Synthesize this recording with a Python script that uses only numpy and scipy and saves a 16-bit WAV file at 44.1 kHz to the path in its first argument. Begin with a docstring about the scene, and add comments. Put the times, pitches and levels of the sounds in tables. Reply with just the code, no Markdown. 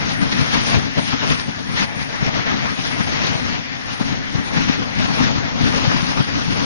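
"""A big flock of ducks on a village road: hundreds of quacks, pulses ringing a throat, merge into one chatter.
A few nearer birds stand out of it.
Gusty wind, made of coloured noise, rushes over the camera, buffets its microphone and hisses;
it also crackles in sharp noise ticks and now and then thumps in short low swings, under a flickering treble.
The two channels are mostly opposite in polarity, the left one louder."""
import sys
import numpy as np
from scipy import signal
from scipy.fft import rfft, irfft, next_fast_len
from scipy.io import wavfile
from scipy.ndimage import uniform_filter1d, map_coordinates

SR = 44100
rng = np.random.default_rng(int(sys.argv[2]) if len(sys.argv) > 2 else 0)


def bounce(signal):
    """Save signal as a 16-bit WAV file at the path given by the first command-line argument."""
    frames = np.transpose(np.atleast_2d(signal))
    limited = np.clip(frames, -1, 1)
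    pcm = np.round(limited * 32767).astype(np.int16)
    wavfile.write(sys.argv[1], SR, pcm)


N = 293247

# single strong eddies that thump the microphone:
# (time [s], envelope peak level [dB], pitch [Hz], rush level of the puff of air around it [dB])
EDDY_THUMPS = [(0.231, -5.5, 160.0, -30.5), (0.396, -13, 193, -36), (0.75, -16, 212.0, -25.5),
               (0.778, -10, 89, -37), (0.986, -11.5, 164, -26), (1.14, -10.5, 202, -29.5),
               (1.32, -15, 220, -24.5), (1.496, -16, 141.0, -32), (1.968, -11.5, 153.0, -52),
               (2.228, -7, 164.0, -31), (2.289, -10, 153.0, -36), (2.792, -10, 191.0, -30.5),
               (3.01, -7, 163, -30), (3.355, -11.5, 143, -30.5), (4.013, -4.5, 205, -31),
               (4.132, -19, 152.0, -35), (4.353, -10.5, 134, -34), (4.576, -9, 159.0, -28.5),
               (4.698, -3, 235, -31.5), (5, -14, 182, -28.5), (5.048, -8, 200.0, -36.5),
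               (5.204, -9, 199.0, -37), (5.271, -12, 169.0, -33), (5.639, -6.5, 125.0, -39.0),
               (5.879, -3.5, 137.0, -34), (6.029, -6, 177, -36), (6.204, -5.5, 202, -31),
               (6.483, -9, 155, -34)]
QUACK_HZ = 230.3  # middle pitch of the calls, before each bird's own offset


def amp(db):
    """Decibels to gain."""
    return 10 ** (np.asarray(db) / 20)


def unit(x):
    """Scale to rms 1."""
    return x / np.sqrt(np.mean(x ** 2) + 1e-20)


def along(points, hz):
    """Read (Hz, value) points on a log frequency axis."""
    point_hz, values = np.transpose(points)
    return np.interp(np.log(hz + 1), np.log(point_hz + 1), values)


def curves(rows):
    """One value per sample for each column after the time."""
    times, *columns = np.transpose(rows)
    return [np.interp(np.arange(N) / SR, times, column) for column in columns]


def wobble(rate):
    """A smooth random curve with rate knots a second."""
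    knots = rng.standard_normal(int(N * rate / SR) + 4)
    return map_coordinates(knots, [np.arange(N) * rate / SR])


def filtered(x, response):
    """Shape the spectrum of x by a response given as a function of frequency."""
    size = next_fast_len(N + 8192)
    spectrum = rfft(x, size) * response(np.fft.rfftfreq(size, 1 / SR))
    return irfft(spectrum, size)[..., :N]


def microphone(pair):
    """Mix two unrelated signals into partly opposed left and right; their mean has rms 1."""
    # likeness of the two channels: (frequency [Hz], correlation [-1 to 1])
    alike = [(40, -0.64), (150, -0.8), (290, -0.78), (400, -0.67), (800, -0.59), (1500, -0.7),
             (2800, -0.62), (4500, -0.44), (6500, -0.29)]
    # level of left over right: (frequency [Hz], level [dB])
    balance = [(60, 5), (500, 5.5), (1200, 5), (2500, 5), (6000, 2.5)]

    def mid_side_gains(hz):
        angle = np.arccos(np.clip(along(alike, hz), -1, 1)) / 2
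        return np.array([np.cos(angle), np.sin(angle)])

    def left_right_gains(hz):
        return amp(np.outer([.5, -.5], along(balance, hz)))

    mid, side = filtered(pair, mid_side_gains)
    both = filtered(np.array([mid + side, mid - side]), left_right_gains)
    return both / np.std(both.mean(axis=0))


def patchy_noise(window, bins, patchy_db, limits=(-np.inf, np.inf)):
    """Two channels of noise sharing random gain patches, smoothed over some bins and 8 frames."""
    grid = signal.stft(rng.standard_normal((2, N)), nperseg=window)[2]
    field = uniform_filter1d(rng.standard_normal(grid.shape[1:]), size=bins, axis=0)
    field = uniform_filter1d(field, size=8, axis=1)
    gain = amp(patchy_db * np.clip(unit(field), *limits))
    return signal.istft(grid * gain, nperseg=window)[1][:, :N]


def sizzle(centre_hz=9300, width_hz=560, flicker_db=11):
    """The top of the treble, a band of patchy noise, flickers and comes and goes."""
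    # level of the top treble band: (time [s], level [dB])
    treble = [(0, -53), (.7, -46), (.85, -59), (1.03, -46), (1.2, -69), (1.31, -42), (1.55, -63.5),
              (1.8, -49), (2.05, -55.5), (2.25, -60), (2.6, -67.5), (2.77, -54.5), (3.15, -49),
              (3.7, -65.5), (4.0, -51.5), (4.22, -73.5), (4.35, -50), (4.85, -63), (5.2, -47),
              (5.35, -79.5), (5.63, -51), (5.8, -56.5), (6.65, -54)]
    patches = patchy_noise(1024, 5, flicker_db, limits=(-2, 1.2))
    band = filtered(patches, lambda hz: np.exp(-((hz - centre_hz) / width_hz) ** 4))
    return amp(curves(treble)[0]) * band / np.std(band.mean(axis=0))


def swell(crest_s, seconds, steepness=2.1, lean=0.081):
    """Rise and quicker fall of a gust, puff or lull around its crest."""
    # steepness: 2 is a bell, more steepens the flanks; lean: share that lengthens rise, shortens fall
    u = np.linspace(-3, 3, 121)
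    leaning = u - lean * np.abs(u)
    shape = np.exp(-np.abs(u) ** steepness)
    return np.interp(np.arange(N), SR * (crest_s + leaning * seconds / 2), shape, left=0, right=0)


def airflow(puff_s=0.023, puff_rumble_db=3, puff_hiss_db=-5):
    """Gains of rumble, rush and hiss: breeze, gusts and puffs add up in power; lulls scale all three."""
    # breeze between the gusts:
    # (time [s], rush level [dB], rumble over rush [dB], hiss over rush [dB])
    breeze = [(0.0, -34.5, 3.5, -3), (0.5, -33.5, 1.5, 4.0), (0.93, -40.5, 8, 6), (1.2, -37.5, 1, 5),
              (1.5, -40.5, 4.5, 3.0), (1.93, -39, 3.5, 0), (2.3, -35.5, -5, 1.5), (2.75, -39.5, 1, 5),
              (3.3, -33, 4, 0.5), (3.65, -39, 0.5, 1.5), (4.3, -38.0, 2.5, 1), (4.9, -35.5, 3, -1),
              (5.3, -30, 2.5, -3.5), (5.54, -35, 1, -1), (5.9, -30, -0.5, 0.5), (6.27, -35, 1, 2),
              (6.65, -33.5, 0.5, 1)]
    # gusts that swell and fade over the camera:
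    # (crest time [s], length [s], rush level [dB], rumble over rush [dB], hiss over rush [dB])
    gusts = [(0.019, 0.11, -36.5, 3.5, 2.5), (0.113, 0.055, -40, -6.5, 10.5),
             (0.26, 0.039, -37.5, 4, -11.5), (0.325, 0.015, -31, -7, 4.5), (0.391, 0.11, -30.5, 5, -3),
             (0.545, 0.044, -29.5, 1.5, 2.5), (0.597, 0.06, -32, 6.5, 3), (0.692, 0.08, -28.5, -11.5, 0.5),
             (0.752, 0.094, -30, 5.5, -2.0), (0.845, 0.076, -35, 2, -10), (1.044, 0.1, -54, 9, 17),
             (1.125, 0.076, -36, -4.5, 4), (1.243, 0.055, -30.5, -3, -3), (1.316, 0.074, -28, -1, -0.5),
             (1.396, 0.05, -42, -10, 9), (1.74, 0.087, -39.5, 8.5, 1.5), (1.785, 0.038, -31.0, -6.0, 7),
             (1.823, 0.046, -29, 1, 4), (2.019, 0.033, -36, 5.5, 2), (2.27, 0.035, -30, 2.5, -3.5),
             (2.372, 0.086, -31.5, 2, -3), (2.529, 0.114, -30, 2, -3.5), (2.642, 0.14, -32.0, 1.5, -11),
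             (2.843, 0.087, -40.5, 2, 6), (2.952, 0.2, -39, 5.5, 2), (3.145, 0.111, -35, -1.5, 3.5),
             (3.269, 0.092, -32.5, -11, 4.0), (3.505, 0.14, -35, 0, -0.5), (3.917, 0.074, -39.5, 2, 5),
             (4.091, 0.11, -40, 8, 5), (4.206, 0.031, -48, 16.5, -15), (4.383, 0.046, -34, 5.5, -9.0),
             (4.601, 0.095, -32.5, 4.5, 2), (4.721, 0.097, -32.5, 4.5, 3.5), (4.811, 0.062, -32, 4.0, -5),
             (5.045, 0.091, -40, 4, 8), (5.146, 0.06, -37.5, 1, 6), (5.229, 0.11, -31, 5.5, 4),
             (5.373, 0.053, -32.5, -3, -0.5), (5.66, 0.097, -29.5, 5.5, 1.5), (5.767, 0.065, -33, 3, 1.5),
             (5.852, 0.032, -31, 4.5, 1.5), (5.933, 0.056, -32, 6.5, -6), (6.109, 0.028, -34.5, 6, 3),
             (6.193, 0.043, -28, 4.5, -9.5), (6.374, 0.075, -34, 7.5, -1), (6.507, 0.051, -40, 14, -6),
             (6.619, 0.12, -35, 2, 1.5)]
    # short lulls in the wind, a negative depth being a lift: (time [s], length [s], depth [dB])
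    lulls = [(0.193, 0.054, 2.5), (0.307, 0.026, 0), (0.942, 0.028, 1), (1.363, 0.02, 2.5),
             (1.47, 0.026, 2), (1.93, 0.063, 1.5), (2.3, 0.014, 4), (2.77, 0.04, 2.5), (3.061, 0.014, 3.5),
             (3.973, 0.016, 2.5), (4.302, 0.045, -1), (5.555, 0.026, -1), (6.266, 0.025, 2.5)]

    def layer_levels(rush_db, rumble_db, hiss_db):
        return amp([rush_db + rumble_db, rush_db, rush_db + hiss_db])

    power = layer_levels(*curves(breeze)) ** 2
    puffs = [(s, puff_s, rush_db, puff_rumble_db, puff_hiss_db) for s, _, _, rush_db in EDDY_THUMPS]
    for s, seconds, *levels in list(gusts) + puffs:
        power += np.outer(layer_levels(*levels) ** 2, swell(s, seconds))
    lull_db = sum(depth_db * swell(s, seconds) for s, seconds, depth_db in lulls)
    return np.sqrt(power) * amp(-lull_db)


def turbulence(spectrum, patchy_db):
    """Stereo noise of the given colour, with patches of random gain."""
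    pair = patchy_noise(512, 7, patchy_db)
    return microphone(filtered(pair, lambda hz: amp(along(spectrum, hz))))


def wind(rumble_gain, rush_gain, hiss_gain):
    """Small eddies shake rumble, rush and hiss together; the rumble also breaks into lumps of its own."""
    # colour of the low buffeting: (frequency [Hz], relative level per Hz [dB])
    buffet_colour = [(15, -15), (35, -12.5), (70, -6), (120, 0.5), (200, 0), (275, 1), (320, -9.5),
                     (380, -13.5), (600, -29), (1500, -95.5)]
    # colour of the rush: (frequency [Hz], relative level per Hz [dB])
    rush_colour = [(100, -8), (300, -7.5), (450, 1.5), (850, 2), (1300, 0.5), (2000, -7.5), (2800, -7.5),
                   (4500, -16.5), (6500, -27), (7500, -91)]
    # colour of the hiss: (frequency [Hz], relative level per Hz [dB])
    hiss_colour = [(500, -14), (1500, 3), (2600, 1), (4000, -1), (5500, -2.5), (6300, -5.5), (6900, -12.5),
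                   (7400, -26.5)]
    eddies = wobble(70)
    lumps = amp(-0.1 + 1.0 * eddies + 1.93 * np.clip(wobble(36), -2, 1))
    buffet = rumble_gain * lumps * turbulence(buffet_colour, patchy_db=-0.74)
    rush = rush_gain * amp(-1.06 + 0.94 * eddies) * turbulence(rush_colour, patchy_db=2.5)
    hiss = hiss_gain * amp(-0.32 + 0.94 * eddies) * turbulence(hiss_colour, patchy_db=1.5)
    return buffet + rush + filtered(hiss, lambda hz: 1 / (1 + (hz / 7000) ** 70))


def crackle(hiss_gain, count=260, over_hiss_db=17, spread_db=1.5, decay_s=0.00027):
    """Wind crackles on the microphone: a few sharp noise ticks, and many small ones that grow with the hiss."""
    # sharp ticks: (time [s], peak level before the treble cut [dB])
    sharp_ticks = [(0.546, -3), (0.668, -18), (0.701, -6), (0.798, -7), (1.112, -9), (1.237, -5),
                   (1.277, -5), (1.303, -6), (1.399, -4), (2.266, -5), (3.192, -5), (3.754, -15),
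                   (4.989, -8), (5.761, -4), (6.107, -8), (6.173, -8)]
    out, t = np.zeros(N + SR), np.arange(SR // 200) / SR
    places = rng.integers(0, N, count)
    sizes = np.clip(rng.standard_normal(count), -2, 1.5)
    small = zip(places, hiss_gain[places] * amp(over_hiss_db + spread_db * sizes))
    sharp = [(round(s * SR), amp(db)) for s, db in sharp_ticks]
    band = signal.butter(2, [700, 6000], "band", fs=SR, output="sos")
    for start, gain in sharp + list(small):
        burst = signal.sosfilt(band, rng.standard_normal(len(t)) * np.exp(-t / decay_s))
        out[start:start + len(t)] += gain * burst / np.abs(burst).max()
    soft = filtered(out[:N], lambda hz: 1 / (1 + (hz / 6800) ** 70))
    return np.outer([1, -amp(-11)], soft)  # right is opposed and weaker


def thumps(rise_cycles=0.42, fall_cycles=0.7):
    """A strong eddy strikes the diaphragm abruptly, then pushes and pulls it for a cycle or two."""
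    t, push = np.arange(-SR // 10, SR // 10) / SR, np.zeros(N + SR)
    phases = rng.uniform(0, 2 * np.pi, len(EDDY_THUMPS))
    for (s, db, hz, _), phase in zip(EDDY_THUMPS, phases):
        turns = t * hz
        shape = np.exp(-.5 * (turns / np.where(t < 0, rise_cycles, fall_cycles)) ** 2)
        swing = amp(db) * shape * np.cos(2 * np.pi * turns + phase)
        push[round((s + t[0]) * SR):][:len(t)] += swing
    return np.outer([1, -amp(-9.0)], push[:N])  # right is opposed and weaker


def throat(size=1024):
    """The ring of throat and bill after one pulse: resonances of alternating sign, summed."""
    # resonances of a duck's throat and bill: (frequency [Hz], width [Hz], level [dB])
    resonances = [(800, 110, 0), (1680, 230, 1.5), (1938, 220, 7.5), (2320, 670, -1), (3550, 1700, -12.5)]
    f = np.fft.rfftfreq(size, 1 / SR)
    response = 0
    for k, (centre, width, db) in enumerate(resonances):
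        damping = 1j * f * width
        response = response + (-1) ** k * amp(db) * damping / (centre * centre - f * f + damping)
    return irfft(response)


def quack(ring, pitch_hz, seconds, scale, fall=0.1586, jitter=.025, rasp=0.26, bill_glide=0.1383):
    """Uneven, airy syrinx pulses ring the throat; its resonances, higher in a small bird, move with the bill."""
    u = np.linspace(0, 1, int(SR * np.clip(seconds, .03, .25)))
    waver = np.interp(u, np.linspace(0, 1, 20), rng.standard_normal(20))
    # dividing by scale here makes up for the faster reading below
    cycle = np.cumsum(pitch_hz / scale * (1 - fall * u * u) * (1 + jitter * waver)) / SR
    pulses = np.diff(np.floor(cycle), prepend=0)
    air = rng.standard_normal(SR // 2)[:len(u)] * (1 - cycle % 1) ** 2  # strongest at each pulse
    voice = signal.fftconvolve(unit(pulses) + rasp * unit(air), ring)[:len(u)]
    shaped = np.sqrt(u) * (1 - u) * voice
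    # reading speed sets throat size and lifts pitch and resonances together as the bill opens
    speed = scale * (1 + bill_glide * (np.sin(np.pi * u) - np.pi / 4))
    clock = np.cumsum(1 / speed)
    return unit(np.interp(np.arange(clock[-1]), clock, shaped))


def quacks(count, seconds=.085, size_spread=.065, distance_db=2.0):
    """Short quacks tumble over each other, each of its own pitch, length, throat and level."""
    out, ring = np.zeros(N + 2 * SR), throat()
    starts = SR + ((np.arange(count) + rng.uniform(-2, 1, count)) * N / count).astype(int)
    birds = np.clip(rng.standard_normal((count, 4)), -2, 2)
    for start, (high, long, small, near) in zip(starts, birds):
        pitch_hz = QUACK_HZ * np.exp(.17 * high)
        call = quack(ring, pitch_hz, seconds * np.exp(.25 * long), np.exp(size_spread * small))
        out[start:start + len(call)] += amp(distance_db * near) * call
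    return out[SR:SR + N]


def near_ducks():
    """A few birds at the front stand out of the chorus, each with its own throat size and pitch."""
    # nearest quacks: (time [s], level [dB], length before division by the throat scale [s],
    # throat scale [factor on resonances and pitch])
    near_calls = [(0.142, -30, 0.12, 0.85), (1.509, -34, 0.076, 0.85), (1.681, -39, 0.073, 1),
                  (2.126, -34, .08, 1.03), (2.388, -31, 0.074, 1.1), (2.468, -33, 0.12, 1.07),
                  (2.573, -30, 0.072, 1.04), (2.905, -26.5, 0.095, 1.08), (3.117, -29, 0.083, 1.1),
                  (3.543, -30, 0.042, 1.05), (3.687, -33, 0.08, 1.1), (4.077, -33, 0.097, 1.1),
                  (4.4, -38, 0.11, 1.0), (4.913, -30, 0.087, 1.1), (5.375, -31, 0.089, 0.87),
                  (6.268, -31, 0.073, .98)]
    out, ring = np.zeros(N + SR), throat()
    for (s, db, seconds, scale), high in zip(near_calls, rng.standard_normal(len(near_calls))):
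        call = quack(ring, QUACK_HZ * scale * np.exp(0.072 * high), seconds, scale)
        out[round(s * SR):][:len(call)] += amp(db) * call
    return np.outer([1, -amp(-10.5)], out[:N])  # right is opposed and weaker


def ducks(dull_hz=4500):
    """The chorus and the birds at its front; distance takes the treble off."""
    # chatter of the flock, before the treble is taken off: (time [s], level [dB])
    chatter = [(0.0, -36.5), (0.9, -38.5), (1.6, -41.5), (2.1, -37.5), (2.45, -31.5), (2.75, -41),
               (3.2, -37.0), (3.8, -41), (4.4, -39.5), (4.95, -40), (5.5, -40), (6.65, -48)]
    chorus = microphone(np.array([quacks(count=200), quacks(count=200)]))
    flock = amp(curves(chatter)[0]) * chorus + near_ducks()
    return filtered(flock, lambda hz: 1 / (1 + (hz / dull_hz) ** 10))


def scene():
    """The flock behind the wind."""
    rumble, rush, hiss = airflow()
    return ducks() + wind(rumble, rush, hiss) + thumps() + crackle(hiss) + sizzle()


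def record(dry, ceiling=.97, top_hz=10100):
    """The camera rounds off the largest peaks and keeps nothing above its band limit."""
    rounded = dry / (1 + np.abs(dry / ceiling) ** 8) ** (1 / 8)
    return filtered(rounded, lambda hz: hz < top_hz)


dry = scene()
out = record(dry)
bounce(out)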